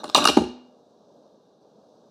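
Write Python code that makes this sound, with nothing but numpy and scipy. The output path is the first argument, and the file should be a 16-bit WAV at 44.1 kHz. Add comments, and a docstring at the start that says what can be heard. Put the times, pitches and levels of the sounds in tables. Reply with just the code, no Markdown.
"""A hard kitchen, where the lid of a coffee maker is swung down over a pod.
Hinge and latch parts tick and rub, needles and catches snap, then the lid lands with a hollow clunk.
Pushes, chatter and tiny slips set the modes of the machine ringing, and dying noise answers as the room.
Banded noise makes the low, slightly wavering hum of the house beneath."""
import sys
import numpy as np
from scipy import signal
from scipy.io import wavfile
from scipy.ndimage import uniform_filter1d

SR = 44100
rng = np.random.default_rng(int(sys.argv[2]) if len(sys.argv) > 2 else 0)


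def amplitude_ratio(level_db):
    """Convert a level in decibels to the matching linear amplitude (field) ratio."""
    exponent = np.asarray(level_db, float) / 20
    return 10 ** exponent


def file_out(sig):
    """Save sig as 16-bit WAV at sys.argv[1]."""
    # one column per channel
    cols = np.atleast_2d(sig).T
    # limit, then scale
    lim = np.clip(cols, -1, 1)
    pcm = np.round(lim * 32767).astype(np.int16)
    wavfile.write(sys.argv[1], SR, pcm)


N = 92874  # length in samples


def at_hz(table, hz, axis=1):
    """Read a column of a table on a log-frequency axis."""
    table = np.array(table)
    return np.interp(np.log(hz), np.log(table[:, 0]), table[:, axis])


def in_time(rows):
    """Join (seconds, value) points by straight lines."""
    return np.interp(np.arange(N) / SR, *np.transpose(rows))


def rms_one(x):
    """Scale to rms 1."""
    return x / np.sqrt(np.mean(x ** 2) + 1e-20)


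def drift(hz):
    """Slow chance with spread 1: noise through two equal low-pass poles at hz."""
    pole = np.exp(-2 * np.pi * hz / SR)
    slow = signal.lfilter([1], [1, -2 * pole, pole * pole], rng.standard_normal(N + SR))
    return rms_one(slow[SR:])  # the first second lets the filter settle


def bands(size):
    """Third-octave bands of noise, neighbours unrelated: (centre Hz, noise of unit density)."""
    edges = 40 * 2 ** np.arange(0, 8.8, 1 / 3)
    white = rng.standard_normal((2, size))
    for k, (low, high) in enumerate(zip(edges, edges[1:])):
        band_pass = signal.butter(3, [low, high], "band", fs=SR, output="sos")
        yield np.sqrt(low * high), signal.sosfilt(band_pass, white[k % 2])


def hum():
    """Dull noise of the house, each band flickering a little while the whole wavers."""
    # Tone of the hum. Each row: frequency in Hz, relative density in dB per Hz.
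    hum_tone = [(40, -30), (80, -22), (125, -14), (220, -3), (320, -8), (500, 0), (800, -11), (1280, -23),
                (1600, -41), (2000, -37), (2550, -47), (3200, -34), (4000, -31), (5000, -29), (6300, -33),
                (8000, -47), (16000, -53)]
    # Wavering of the hum. Each row: time in seconds, rms level in dB.
    hum_level = [(0.85, -57), (1.198, -55.5), (1.604, -60.5), (1.616, -57), (1.936, -55.5), (2.1, -56)]
    flicker_db, flicker_hz = 1, 9.6
    noise = 0
    for hz, band in bands(size=N):
        noise = noise + amplitude_ratio(at_hz(hum_tone, hz) + flicker_db * drift(flicker_hz)) * band
    return amplitude_ratio(in_time(hum_level)) * rms_one(noise)


def kitchen(x):
    """Reflections thicken quickly, then die band by band."""
    # Room tail. Each row: frequency in Hz, relative level in dB, time to fall 60 dB in seconds.
    room_tail = [(80, -8.5, 0.18), (203, -12, 0.25), (517, -12.5, 0.5), (1196, -14, 0.51),
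                 (2600, -6.5, .48), (5000, -9.5, 0.5), (9000, -3, 0.26), (14940, -9, .22)]
    first_echo_s, build_s = 0.0019, 0.0027
    t = np.arange(SR) / SR
    rise = np.clip((t - first_echo_s) / build_s, 0, 1)
    tail = 0
    for hz, noise in bands(size=SR):
        fall = amplitude_ratio(-60 * t / at_hz(room_tail, hz, axis=2))
        level = amplitude_ratio(at_hz(room_tail, hz)) / np.sqrt(np.sum(fall ** 2))
        tail = tail + noise * fall * rise * level
    return signal.fftconvolve(x, tail)[:N]


def modes(count):
    """Clear modes and scattered thin ones: (Hz, relative dB, t60 s, spread dB from blow to blow)."""
    # Clear modes of the machine and the counter under it; pitch tells the part a mode belongs to.
    # Each row: frequency in Hz, relative level in dB, time to fall 60 dB in seconds.
    clear_modes = [(66.96, -26, .3), (90.55, -29, 0.23), (172.3, -26.5, 0.2), (228.96, -12.5, 0.11),
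                   (248.45, -19.5, 0.66), (297.7, 6.5, 0.019), (358.6, -10.5, 0.096), (420, -14.5, 0.045),
                   (605, -7, 0.061), (843, -4, .02), (1010, -7.5, 0.014), (1152, -3, 0.031),
                   (1568, -4.5, 0.01), (2480, -13.5, 0.017), (2829, -7.5, 0.031), (3700, -4.5, 0.011),
                   (4130, -6, .01), (5810, -11.5, .01)]
    # Guide for the many small, short modes of the thin plastic.
    # Each row: frequency in Hz, relative level in dB, time to fall 60 dB in seconds.
    thin_plastic = [(463.7, -15.5, 0.0096), (1000, -7.5, 0.012), (1500, -20, 0.032), (1950, -22.5, 0.0034),
                    (2772, -13.5, 0.0033), (4000, -12.5, 0.0061), (6000, -12, 0.0027),
                    (10000, -16.5, 0.0023), (11850, -25.5, 0.003), (15730, -31, .004)]
    clear_spread_db, thin_spread_db = 3.5, 3
    body = [(*mode, clear_spread_db) for mode in clear_modes]
    thin_hz = np.geomspace(thin_plastic[0][0], thin_plastic[-1][0], count) * rng.uniform(1.0, 1.02, count)
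    for hz in thin_hz:
        body.append((hz, at_hz(thin_plastic, hz), at_hz(thin_plastic, hz, axis=2), thin_spread_db))
    return body


def part(hz):
    """Part of the machine by pitch: 0 hollow, 1 shell, 2 catch, 3 bright."""
    return int(hz > 450) + int(hz > 2000) + int(hz > 3250)


def ring(force, hz, t60):
    """A force sets a decaying sine ringing; little is radiated far from the mode."""
    reach = 1.597  # frequency ratio to either edge of the radiated band
    decay, turn = amplitude_ratio(-60 / (t60 * SR)), 2 * np.pi * hz / SR
    near = signal.butter(1, [hz / reach, min(hz * reach, .45 * SR)], "band", fs=SR)
    resonance = [1, -2 * decay * np.cos(turn), decay * decay]
    sine = signal.lfilter([.5, 0, -.5], resonance, force + 1e-18)
    return signal.lfilter(*near, sine)


def hinge(body):
    """The hinge rubs while the lid swings: dense uneven slips sound through the modes."""
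    # Swell of the rub. Each row: time in seconds, rms level in dB.
    rub_level = [(0, -40.5), (.03, -51.5), (.06, -44), (.12, -51.5), (.15, -39.5), (.2, -23.5),
                 (.25, -27.5), (.31, -42.5), (.36, -49.5), (.4, -72)]
    # Relative level in dB of the hollow, shell, catch and bright parts in the rub.
    rub_part_db = (-7, -3.5, -14.5, 0)
    slips_per_s, grain_db = 5000, 2.5
    happens = rng.random(N) < slips_per_s / SR
    strength = amplitude_ratio(grain_db * np.minimum(rng.exponential(1, N), 5))
    slips = happens * strength * rng.choice([-1, 1], N)
    rub = 0
    for k, (hz, db, t60, _) in enumerate(body):
        rub = rub + (-1) ** k * amplitude_ratio(db + rub_part_db[part(hz)]) * ring(slips, hz, t60)
    return amplitude_ratio(in_time(rub_level)) * rms_one(rub)


def contacts(body):
    """Each contact pushes the hollow part and chatters on the rest, with new strengths for every mode."""
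    # Contacts of lid, catches and pod. Each row: start in seconds, relative push on the hollow part in dB,
    # peak of the shell in dB, of the catch in dB, of the bright part in dB,
    # time constant of the chatter in ms, where the shell answers most in Hz.
    contact_rows = [(0.0346, -54.5, -27, -46, -47.5, 2.1, 939),
                    (0.0409, -45.5, -25.5, -45.5, -32.5, 1.7, 1000),
                    (0.0434, -34.5, -27, -46, -38.5, 3.4, 962.3),
                    (0.055, -40.5, -36.5, -45, -40.5, 1.3, 805.7),
                    (0.079, -44, -39.5, -50.5, -38.5, 3.2, 900), (0.0914, -38, -35.5, -46.5, -35.5, 4, 900),
                    (0.0983, -38, -28, -44, -29, 0.83, 1048), (.1472, -23, -13.5, -15, -3, 0.91, 1149),
                    (0.1498, -20, -5.5, -15, -13, 5.2, 1000), (0.16, -28, -16.5, -19, -13, 9.1, 800),
                    (0.172, -22, -19.5, -25, -16.5, 1.3, 651.3), (0.179, -19, -13.5, -25, -17.5, 2.5, 950),
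                    (.187, -32, -15, -21, -21.5, 1.5, 1000), (.221, -35, -25, -23.5, -30, 2.5, 1550),
                    (0.242, -40, -20, -21.5, -16, 1.5, 1098), (0.253, -22, -9, -16, -12.5, 0.9, 1107),
                    (0.2552, -25.5, -4, -15.5, -13, 0.95, 1067), (0.272, -25, -16, -17.5, -17.5, 1.4, 1150),
                    (0.2747, -27, -11, -13, -6, 1.2, 1099), (0.2838, -23.5, -20.5, -27.5, -20, 0.62, 901.4),
                    (0.2856, -24, -21.5, -20, -11.5, 1.2, 1088), (.288, -18, -12.5, -18, -19, 1, 900),
                    (.292, -21, -15, -16, -25, 3, 591.5), (0.299, -16, -28, -27.5, -20.5, 1.5, 612),
                    (0.3687, -15, -27, -53.5, -27, 2.3, 1423), (0.3717, -1.5, -8, -40.5, -25, 4.44, 749),
                    (.3755, -9, -28.5, -56, -33, 0.98, 802), (.385, -22.5, -22.5, -42.5, -40, 5.5, 679),
                    (.39, -27, -37, -52, -42.5, 4.4, 572), (0.419, -19.5, -55.5, -43, -39, 1.5, 600),
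                    (.438, -24, -34, -36, -38, 2.4, 884)]
    push_ms, shell_focus_db_per_octave = 1.1, 11.5
    first_touch = 4.4  # size of the opening click against the chatter
    rows = np.array(contact_rows)
    starts = (rows[:, 0] * SR).astype(int)
    age_ms = np.arange(5000) / SR * 1000
    grains = rng.laplace(size=(len(rows), len(age_ms))) + first_touch * (age_ms == 0)
    chatter = grains * np.exp(-age_ms / np.maximum(rows[:, 5:6], .1))
    push = signal.windows.hann(int(push_ms * SR / 1000) + 2)
    chance = rng.standard_normal((len(rows), len(body), 2))  # strength and sign
    out, parts = np.zeros(N), np.zeros((4, *chatter.shape))
    for m, (hz, db, t60, spread_db) in enumerate(body):
        gains = amplitude_ratio(db + spread_db * np.clip(chance[:, m, 0], -1.5, 1.5))
        if part(hz) == 0:
            force = np.zeros(N)
            force[starts] = -gains * amplitude_ratio(rows[:, 1])
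            out += ring(np.convolve(force, push / push.sum())[:N], hz, t60)
        else:
            focus = 1
            if part(hz) == 1:
                focus = amplitude_ratio(-shell_focus_db_per_octave * abs(np.log2(hz / rows[:, 6])))
            strengths = gains * focus * np.sign(chance[:, m, 1])
            parts[part(hz)] += strengths[:, None] * ring(chatter, hz, t60)
    for p in (1, 2, 3):
        # peak: that of a sine as strong as the loudest 90 samples
        peak = np.sqrt(2 * uniform_filter1d(parts[p] ** 2, size=90).max(axis=1))
        for start, db, sound in zip(starts, rows[:, 1 + p], parts[p] / peak[:, None]):
            out[start:start + len(sound)] += amplitude_ratio(db) * sound
    return out


def scene():
    """Machine, its room and the hum."""
    body = modes(count=70)
    machine = contacts(body) + hinge(body)
    return (machine + kitchen(machine) + hum())[None]


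def band_limit(x):
    """A steep low-pass at the top of the band."""
    return signal.sosfilt(signal.butter(12, 16260, fs=SR, output="sos"), x)


def record(dry):
    """The microphone has a dip and a dull top; peaks are rounded and the deep bass is dropped."""
    dip_hz, dip_width_hz, dip_share = 1990, 500, .65
    top_hz, bass_cut_hz = 14200, 78
    clip_top = 1.02  # height that rounded peaks approach
    dip = signal.lfilter(*signal.iirpeak(dip_hz, dip_hz / dip_width_hz, fs=SR), dry)
    heard = signal.lfilter(*signal.butter(2, top_hz, fs=SR), dry - dip_share * dip)
    rounded = clip_top * np.tanh(heard / clip_top)
    bass_cut = signal.butter(4, bass_cut_hz, "high", fs=SR, output="sos")
    return band_limit(signal.sosfilt(bass_cut, rounded))


dry = scene()
out = record(dry)
file_out(out)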